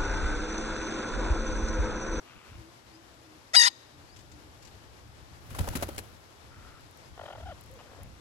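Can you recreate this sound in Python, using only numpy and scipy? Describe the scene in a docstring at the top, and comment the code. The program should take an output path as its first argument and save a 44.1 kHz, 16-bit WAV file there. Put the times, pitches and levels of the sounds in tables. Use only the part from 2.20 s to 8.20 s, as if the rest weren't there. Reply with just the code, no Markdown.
"""In quiet woodland, parakeets crowd round a nest hollow. Light air stirs, a dove coos and a small bird
whistles far off. One parakeet screeches close by, claws scratch the bark, another flies in past the
microphone with clapping wings, and soft rasps and a churr follow. The parakeets' voices are source and
filter: pulses from the syrinx excite resonances of windpipe and beak. Wings, claws and wind are
shaped noise, and the trees scatter the nearer sounds."""
import sys
import numpy as np
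from scipy import signal
from scipy.fft import rfft, irfft, next_fast_len
from scipy.io import wavfile
from scipy.ndimage import uniform_filter1d, map_coordinates

SR = 44100
rng = np.random.default_rng(int(sys.argv[2]) if len(sys.argv) > 2 else 0)


def int16_out(signal):
    """Quantize to a 16-bit WAV file."""
    q = np.round(np.clip(np.atleast_2d(signal).T, -1, 1) * 32767)
    wavfile.write(sys.argv[1], SR, q.astype(np.int16))


N = 264644
HZ, TIME = np.fft.rfftfreq(N, 1 / SR), np.arange(N) / SR
BAND_LIMIT_HZ = 15950


def amp(db):
    """Amplitude ratio of a level in decibels."""
    return 10 ** (np.asarray(db) / 20)


def unit(x):
    """Normalisation to unit rms."""
    return x / np.sqrt(np.mean(x ** 2) + 1e-20)


def spectrum(points, hz=HZ):
    """Interpolation on a log-frequency axis."""
    f, value = np.transpose(points)
    return np.interp(np.log(hz + 1), np.log(f + 1), value)


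def follow(curve, t):
    """Linear interpolation of each column at times t."""
    s, *columns = np.transpose(curve)
    return [np.interp(t, s, c) for c in columns]


def add(mix, s, sound):
    """Superposition of a sound starting at s seconds."""
    part = mix[..., max(round(s * SR), 0):][..., :sound.shape[-1]]
    part += sound[..., :part.shape[-1]]


def wobble(size, rate_hz):
    """Smooth random modulation of unit rms."""
    knots = np.arange(size) * rate_hz / SR
    return unit(map_coordinates(rng.standard_normal(2048), [knots], order=2, mode="wrap"))


def swell(t, middle, length):
    """Raised-cosine envelope of height one."""
    return np.cos(np.pi * np.clip((t - middle) / length, -.5, .5)) ** 2


def stroke(length):
    """Critically damped pulse, peaking at a third of length."""
    u = np.arange(int(4 * length * SR)) / (length * SR / 3)
    return u * np.exp(1 - u)


def resonate(x, modes):
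    """Minimum-phase resonances, each a frequency in Hz, bandwidth in Hz and gain in dB."""
    size = next_fast_len(len(x) + 2048)
    f = abs(np.fft.fftfreq(size, 1 / SR))
    gain = sum(amp(db) / (1 + (2 * (f - hz) / width) ** 2) for hz, width, db in modes)
    gain = gain / (1 + (modes[0][0] / 2 / (f + 1)) ** 4) + 1e-5  # bass roll-off
    response = np.exp(np.conj(signal.hilbert(np.log(gain))))
    return np.fft.ifft(np.fft.fft(x, size) * response).real[:len(x)]


def stereo(x, lag_s=0, turn_rad=0):
    """Direction as phase difference: the left channel is delayed, and turned below the top treble."""
    phase = 2 * np.pi * HZ * lag_s + turn_rad / (1 + (HZ / 11500) ** 16)
    return np.array([irfft(rfft(x) * np.exp(-1j * phase), N), x])


# Likeness of the channels. Each row: frequency in Hz, correlation.
COHERENCE = [(40, 0.2975), (130, 0.46), (290, 0.8), (700, 0.15), (3000, 0.16), (7000, 0.11), (9300, 0.67),
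             (16000, 0.71)]

def noise(colour):
    """Partially coherent stereo noise of unit rms."""
    left, independent = rfft(rng.standard_normal((2, N)))
    same = spectrum(COHERENCE)
    right = same * left + np.sqrt(1 - same ** 2) * independent
    return unit(irfft(np.array([left, right]) * amp(spectrum(colour)), N))


# Background spectrum. Each row: frequency in Hz, relative density in dB.
WOOD_SPECTRUM = [(25, -29), (70, -19), (120, -2.5), (184, -13.5), (300, -5.5), (400, -9), (900, -9.5),
                 (2500, -17), (5300, -19), (9200, -28), (12300, -29), (15000, -45.5), (16000, -61.5)]

def woodland(level_db=-55, flutter_db=0.93):
    """Leaves and distant sounds sum to nearly steady noise."""
    return amp(level_db + flutter_db * wobble(N, 25)) * noise(WOOD_SPECTRUM)


# Light breeze. Each row: time in seconds, level in dB.
BREEZE = [(0, -70), (.85, -63), (1.55, -69), (1.75, -57), (2.9, -54), (3.3, -53), (4.0, -57.5), (6, -52.5)]
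# Gusts. Each row: centre and duration in seconds, level in dB.
GUSTS = [(0.171, 0.042, -48), (0.369, 0.25, -48.5), (3.325, 0.034, -43.5), (4.42, 0.41, -56),
         (4.916, 0.074, -49), (5.238, 0.27, -49.5), (5.856, 0.17, -52)]
# Wind and its deeper buffeting. Each row: frequency in Hz, relative density in dB.
WIND_SPECTRUM = [(15, -23), (30, -19), (60, 1), (95, 0), (160, -10.5), (300, -21), (700, -56)]
BUFFET_SPECTRUM = [(15, -5), (45, 1), (75, -4.5), (130, -28), (400, -55)]

def wind(lumps_db=2):
    """Turbulent pressure on the microphone: the stronger the flow, the greater its share of deep bass."""
    breeze_db, = follow(BREEZE, TIME)
    breeze = amp(breeze_db) * unit(amp(lumps_db * wobble(N, 14)))
    breeze += sum(amp(db) * swell(TIME, s, length) for s, length, db in GUSTS)
    flow = np.hypot(breeze, wing_wake())  # powers add
    buffet = flow * np.sqrt(flow / flow.max()) * noise(BUFFET_SPECTRUM)
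    return flow * noise(WIND_SPECTRUM) + buffet


def far_note(hz, waver=0.016, fading_db=3):
    """Amplitude fading: a nearly pure tone comes and goes through the leaves."""
    cycles = np.cumsum(hz * (1 + waver * wobble(len(hz), hz[0] / 20))) / SR
    fading = amp(fading_db * wobble(len(hz), hz[0] / 40))
    return unit(fading * np.sin(2 * np.pi * cycles) * signal.windows.tukey(len(hz), .6))


# Coos. Each row: start and duration in seconds, level in dB, mid-note pitch in Hz.
COOS = [(0.033, 0.091, -72, 320), (0.336, 0.19, -59.5, 326), (0.678, 0.18, -60, 318), (1, 0.21, -62, 311),
        (1.715, 0.153, -64, 292), (2.077, 0.25, -64, 302)]

def dove(sag=0.114):
    """Parabolic frequency glide: each distant coo sags in the middle."""
    out = np.zeros(N)
    for s, length, db, hz in COOS:
        u = np.linspace(-1, 1, int(length * SR))
        add(out, s, amp(db) * far_note(hz * (1 + sag * u ** 2)))
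    return stereo(out)


# Creaking rasps. Each row: start and duration in seconds, level in dB, pulse rate in Hz,
# low resonance and its bandwidth in Hz, high resonance in Hz, its gain in dB.
RASPS = [(0.037, 0.35, -58, 87, 1260, 500, 2600, -2.5), (4.288, 0.33, -59, 153, 1340, 259, 1890, -13.5),
         (5.584, 0.034, -52, 130, 823, 870, 2800, -10), (5.628, 0.214, -56, 70, 515, 500, 1460, -10),
         (5.802, 0.081, -61, 76, 600, 504, 2300, -5)]

def rasps(high_width_hz=1200, unevenness=0.14, breathiness=0.28):
    """Pulsed excitation: slow, uneven puffs ring two throat resonances."""
    out = np.zeros(N)
    for s, length, db, rate, low_hz, width_hz, high_hz, high_db in RASPS:
        size = int(length * SR)
        cycles = np.cumsum(rate * (1 + unevenness * wobble(size, 60))) / SR
        puffs = (breathiness + np.exp(-(cycles % 1) / .22)) * rng.standard_normal(size)
        note = resonate(puffs, [(low_hz, width_hz, 0), (high_hz, high_width_hz, high_db)])
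        add(out, s, amp(db) * unit(note) * signal.windows.tukey(size, .2))
    return stereo(out, lag_s=-0.00036)


# Whistles. Each row: start and duration in seconds, level in dB, first and last pitch in Hz.
WHISTLES = [(.66, .135, -67, 3800, 5500), (1.86, .12, -65, 3950, 5600), (4.81, .07, -69, 4100, 5400)]

def small_bird():
    """Linear frequency sweep: each distant whistle climbs."""
    out = np.zeros(N)
    for s, length, db, first_hz, last_hz in WHISTLES:
        add(out, s, amp(db) * far_note(np.linspace(first_hz, last_hz, int(length * SR))))
    return stereo(out)


def syrinx(hz, rough, jitter=0.07, doubling=0.49):
    """Membrane oscillation: roughness brings jitter, period doubling and puffs of noise."""
    cycles = np.cumsum(hz * (1 + jitter * rough * wobble(len(hz), 900))) / SR
    pulses = unit(sum(np.cos(2 * np.pi * k * cycles) * (k * hz < BAND_LIMIT_HZ) for k in range(1, 24)))
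    pulses *= 1 + doubling * rough * np.cos(np.pi * cycles)
    puffs = unit((1 + np.cos(2 * np.pi * cycles)) * rng.standard_normal(len(hz)))
    return (1 - rough) * pulses + rough * puffs


# Contours of the screech. Each row: time in seconds, then respectively open-throat pitch in Hz,
# effort in dB, or roughness from 0 to 1.
SCREECH_PITCH = [(1.333, 600), (1.345, 690), (1.365, 967), (1.38, 971), (1.436, 962), (1.45, 950),
                 (1.473, 1030), (1.483, 970), (1.494, 700)]
SCREECH_EFFORT = [(1.333, -45), (1.341, -26.5), (1.352, -17.3), (1.361, -17.8), (1.367, -11.8),
                  (1.392, -15.8), (1.416, -16), (1.432, -18.3), (1.483, -21.3), (1.494, -48)]
SCREECH_ROUGHNESS = [(1.333, .6), (1.36, .45), (1.367, .05), (1.42, .06), (1.432, .48), (1.452, .3),
                     (1.465, .52), (1.494, .65)]
# Throat constrictions. Each row: centre and duration in seconds, depth from 0 to 1.
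PINCHES = [(1.345, .045, .8), (1.398, .016, .75), (1.417, .022, 1), (1.436, .03, .55), (1.451, .024, .9),
           (1.47, .03, .4)]
# Resonances of windpipe and beak. Each row: frequency and bandwidth in Hz, gain in dB.
OPEN_THROAT = [(980, 1100, -23.5), (1910, 740, -19), (3060, 860, -14.5), (3960, 680, -4), (4890, 460, 1),
               (7930, 400, -19.5), (8660, 400, -11.5), (9930, 980, -25), (12300, 1900, -32),
               (15760, 1100, -40)]
PINCHED_THROAT = [(1066, 170, -24.5), (1370, 178, 0.5), (1933, 570, -0.5), (2666, 370, -18.5),
                  (3630, 200, 1.5), (4700, 250, -30), (5350, 470, -4), (6443, 210, -3), (6970, 400, -11.5),
                  (8240, 500, -17.5), (9670, 400, -21), (10200, 484, -19), (12300, 1500, -31),
                  (15400, 470, -39.5)]
BEAK_HISS = [(4500, 4000, 3), (10320, 3500, -3), (15400, 1500, -18)]
# Stereo balance. Each row: frequency in Hz, left minus right in dB.
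SCREECH_BALANCE = [(900, 0.5), (1900, 3), (2800, -2.5), (3750, -3), (4800, 3.5), (5700, 7.5), (6500, 5),
                   (10000, 1.5)]

def screech(fundamental_db=-11.5, hiss_db=-25, tremble=0.00068, pinch_drop=0.044):
    """Source and filter: a note, harsh at both ends, flips register as the throat pinches."""
    start, end = SCREECH_PITCH[0][0], SCREECH_PITCH[-1][0]
    t = np.arange(start, end, 1 / SR)
    hz, = follow(SCREECH_PITCH, t)
    effort_db, = follow(SCREECH_EFFORT, t)
    rough, = follow(SCREECH_ROUGHNESS, t)
    pinch = np.minimum(sum(depth * swell(t, s, length) for s, length, depth in PINCHES), 1)
    hz = hz * (1 - pinch_drop * pinch) * (1 + tremble * wobble(len(t), 400))
    drive = syrinx(hz, rough)
    voice = resonate(drive * (1 - pinch), OPEN_THROAT) + resonate(drive * pinch, PINCHED_THROAT)
    voice /= np.sqrt(abs(uniform_filter1d(voice ** 2, size=300)) + 1e-12)  # both registers equally loud
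    # the membranes' basic swing keeps its pitch even when the overtones break up
    fundamental = np.sin(2 * np.pi * np.cumsum(hz) / SR)
    fundamental *= 1 + rough * (1 + 1.4 * wobble(len(t), 304))
    hiss = unit(resonate(rng.standard_normal(len(t)), BEAK_HISS)) * (.5 + rough + pinch)
    voice += amp(fundamental_db) * fundamental + amp(hiss_db) * hiss
    out = np.zeros(N)
    add(out, start, voice * amp(effort_db) * signal.windows.tukey(len(t), .02))
    balance = amp(np.outer([.5, -.5], spectrum(SCREECH_BALANCE)))
    return irfft(rfft(stereo(out, turn_rad=1.0)) * balance, N)


# Claw contacts. Each row: start in seconds, level in dB.
SCRAPES = [(1.961, -51.5), (1.988, -55.5), (2.004, -62), (2.113, -54), (2.422, -53.5), (2.448, -52.5),
           (2.471, -54.5)]
TICKS = [(4.6069, -59), (4.7107, -54.5), (4.772, -56), (5.4095, -49), (5.437, -54), (5.46, -56),
         (5.5124, -54), (5.5383, -57), (5.8312, -46)]

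def claws(scrape_s=0.017, tick_s=0.0037):
    """Friction and impact on bark give gritty scrapes and thin ticks."""
    scrapes, ticks = np.zeros(N), np.zeros(N)
    for s, db in SCRAPES:
        add(scrapes, s, amp(db) * stroke(scrape_s))
    for s, db in TICKS:
        add(ticks, s, amp(db) * stroke(tick_s))
    grit = noise([(1000, -14.5), (2800, 1), (7500, 0), (10000, -14), (16000, -21)])
    snap = noise([(2000, -11), (6000, -3), (11000, 7), (16000, -3.5)])
    return scrapes * grit + ticks * snap


def nearness_db(t, arrive_s=3.392, leave_s=3.6, rise_db_per_s=113, fall_db_per_s=48):
    """Level falls with distance: the flying bird relative to its closest moment."""
    return -rise_db_per_s * np.maximum(arrive_s - t, 0) - fall_db_per_s * np.maximum(t - leave_s, 0)


# Wingbeats. Each row: start and duration in seconds, feather and thump levels in dB,
# thump frequency in Hz, wake level in dB.
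WINGBEATS = [(3.302, .015, -46, -58, 500, -58), (3.346, 0.013, -43.5, -42.5, 1100, -53),
             (3.385, .012, -33, -36, 840, -28), (3.473, 0.013, -39.5, -34, 740, -40.5),
             (3.552, .016, -30.5, -31.5, 260, -44), (3.623, .013, -28, -29.5, 604, -53),
             (3.686, 0.0093, -44.5, -34, 470, -60), (3.778, 0.016, -33, -54, 476, -56)]
# Wing-tip snaps. Each row: start and duration in seconds, level in dB.
TIP_SNAPS = [(3.487, 0.0037, -30.5), (3.568, .008, -34.5), (3.761, .005, -43)]
# Feather rattle and air rushing through feathers. Each row: frequency in Hz, relative density in dB.
RATTLE_SPECTRUM = [(300, 6.5), (900, 1.5), (2000, 1), (3500, -3.5), (7000, -5.5), (11000, -4), (16000, -12)]
RUSH_SPECTRUM = [(88, -36), (150, -13), (716, -20), (998, -29.5), (1360, -20), (1760, -27), (7320, -35.5),
                 (9260, -40), (11000, -31), (16000, -41)]

def wings(rush_db=-44.5, grain_db=2, upstroke_db=-45, upstroke_lag_s=0.057, upstroke_hz=674):
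    """Air displacement: each beat and its upstroke shove a puff of air and rattle the stiff feathers."""
    rattle, thumps = np.zeros(N), np.zeros(N)
    strokes = [beat[:-1] for beat in WINGBEATS]
    for beat_s, *_ in WINGBEATS:
        s = beat_s + upstroke_lag_s
        db = upstroke_db + nearness_db(s)
        strokes.append((s, 0.016, db, db, upstroke_hz))
    for s, length, feather_db, thump_db, thump_hz in strokes:
        shape = stroke(length)
        add(rattle, s, amp(feather_db) * shape)
        band = resonate(rng.standard_normal(8192), [(thump_hz, 0.82 * thump_hz, 0)])
        puff = unit(band[-len(shape):] * shape)
        add(thumps, s, amp(thump_db) * puff * np.sqrt(np.mean(shape ** 2)))
    for s, length, db in TIP_SNAPS:
        add(rattle, s, amp(db) * stroke(length))
    grain = unit(amp(grain_db * wobble(N, 900)))
    rush = amp(rush_db + nearness_db(TIME)) * noise(RUSH_SPECTRUM)
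    return grain * (rattle * noise(RATTLE_SPECTRUM) + rush) + stereo(thumps, lag_s=-0.000037)


def wing_wake(wake_db=-42, balance_db=-5, lag_s=0.013, linger_s=0.024):
    """Envelope of the wake: airflow is slower than sound, so each beat's draught arrives late."""
    wake = amp(wake_db + nearness_db(TIME))
    for s, *_, db in WINGBEATS:
        add(wake, s + lag_s, amp(db) * stroke(linger_s))
    return wake * amp(np.outer([.5, -.5], balance_db))


# Resonances with the beak shut. Each row: frequency and bandwidth in Hz, gain in dB.
SHUT_BEAK = [(653, 540, 2.5), (1410, 120, -5.5), (1850, 310, -15), (3120, 690, -12.5)]

def shut_note(hz, rough, taper):
    """Formant filtering: the shut beak muffles a note of the syrinx."""
    note = syrinx(hz, rough) * signal.windows.tukey(len(hz), taper)
    return unit(resonate(np.pad(note, (0, 200)), SHUT_BEAK))


# Churr syllables. Each row: centre in seconds, level in dB.
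SYLLABLES = [(4.979, -48.5), (4.9955, -42.5), (5.0155, -44), (5.037, -45.5), (5.061, -45.5), (5.085, -45.5),
             (5.107, -44.5), (5.131, -46.5), (5.156, -48), (5.181, -50), (5.206, -50), (5.234, -50.5)]
# Their changing shape. Each row: time and duration in seconds, pitch in Hz, roughness from 0 to 1.
SYLLABLE_DRIFT = [(4.99, 0.0078, 705, 0.65), (5.06, 0.02, 603, 0.65), (5.14, 0.02, 570, 0.72),
                  (5.24, 0.022, 670, 0.3)]
# Closing whine. Each row: time in seconds, pitch in Hz.
WHINE = [(5.25, 871), (5.268, 705), (5.283, 860), (5.294, 628), (5.302, 787), (5.318, 636), (5.335, 448)]

def churr(scoop=0.22, rise=0.72, whine_db=-45):
    """Frequency modulation: scooped syllables lengthen and merge into a wavering, falling whine."""
    out = np.zeros(N)
    for s, db in SYLLABLES:
        length, hz, rough = follow(SYLLABLE_DRIFT, s)
        u = np.linspace(-1, 1, int(length * SR))
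        pitch = hz * (1 + np.where(u < 0, scoop, rise) * u ** 2)
        add(out, s - length / 2, amp(db) * shut_note(pitch, rough, taper=0.52))
    pitch, = follow(WHINE, np.arange(WHINE[0][0], WHINE[-1][0], 1 / SR))
    add(out, WHINE[0][0], amp(whine_db) * shut_note(pitch, rough=0.19, taper=0.27))
    return out


def murmur(start_s=5.49, length_s=0.107, hz=540, level_db=-57, arch=0.21, overtone_db=-18):
    """A fundamental and weak second harmonic arch and sink in pitch."""
    u = np.linspace(-.8, 1.2, int(length_s * SR))
    pitch = hz * (1 - arch * u ** 2 + 0.019 * wobble(len(u), 142))
    phase = 2 * np.pi * np.cumsum(pitch) / SR
    note = (np.sin(phase) + amp(overtone_db) * np.sin(2 * phase)) * signal.windows.tukey(len(u), .5)
    out = np.zeros(N)
    add(out, start_s, amp(level_db) * unit(note))
    return out


# The wood's echo. Each row: frequency in Hz, then respectively relative level in dB,
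# or seconds to decay by 60 dB.
ECHO_SPECTRUM = [(300, -22), (1900, -0.5), (2700, -4), (3700, 7.5), (4800, -3), (7000, 6), (15000, -31)]
ECHO_T60 = [(200, .6), (2000, 0.9), (5000, 1), (12000, 0.17)]

def trees(x, near_db=-31, near_t60=0.147, far_db=-38):
    """Reverberation: quick scatter from the nearest trunks, then a faint tail from the wood."""
    hz, t, bands = signal.stft(rng.standard_normal((2, SR)), SR, nperseg=256)
    decay_db = spectrum(ECHO_SPECTRUM, hz)[:, None] - 60 * t / spectrum(ECHO_T60, hz)[:, None]
    tail = signal.istft(bands * amp(decay_db), SR, nperseg=256)[1][:, :SR]
    near = rng.standard_normal((2, SR)) * amp(-60 * TIME[:SR] / near_t60)
    echo = amp(near_db) * near / np.linalg.norm(near[0]) + amp(far_db) * tail / np.linalg.norm(tail[0])
    return x + signal.fftconvolve(x, echo, axes=1)[:, :N]


def scene():
    """Superposition of parakeets among the trees, distant birds, leaves and wind."""
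    parakeets = screech() + stereo(churr() + murmur(), lag_s=-0.00037) + rasps() + wings() + claws()
    return trees(parakeets) + dove() + small_bird() + woodland() + wind()


# Microphone balance. Each row: frequency in Hz, left minus right in dB.
MIC_BALANCE = [(60, 1.5), (400, 3.5), (900, 3), (1900, 3.5), (2700, 7.5), (3800, 11.5), (4800, 13.5),
               (5800, 21), (6600, 9.5), (8600, 8.5), (9700, -0.5), (16000, 0)]

def record(dry, left_lag_s=0.000267):
    """Time and level differences make the left channel later and brighter; a low-pass limits both."""
    tilt = amp(spectrum(MIC_BALANCE))
    left = tilt * np.exp(-2j * np.pi * HZ * left_lag_s)
    response = np.array([left, np.ones(len(HZ))]) * np.sqrt(2 / (1 + tilt ** 2))  # constant power
    heard = irfft(rfft(dry) * response, N)
    low_pass = signal.firwin(511, BAND_LIMIT_HZ, window=("kaiser", 9), fs=SR)
    return signal.oaconvolve(heard, low_pass[None], "same")


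dry = scene()
out = record(dry)
int16_out(out)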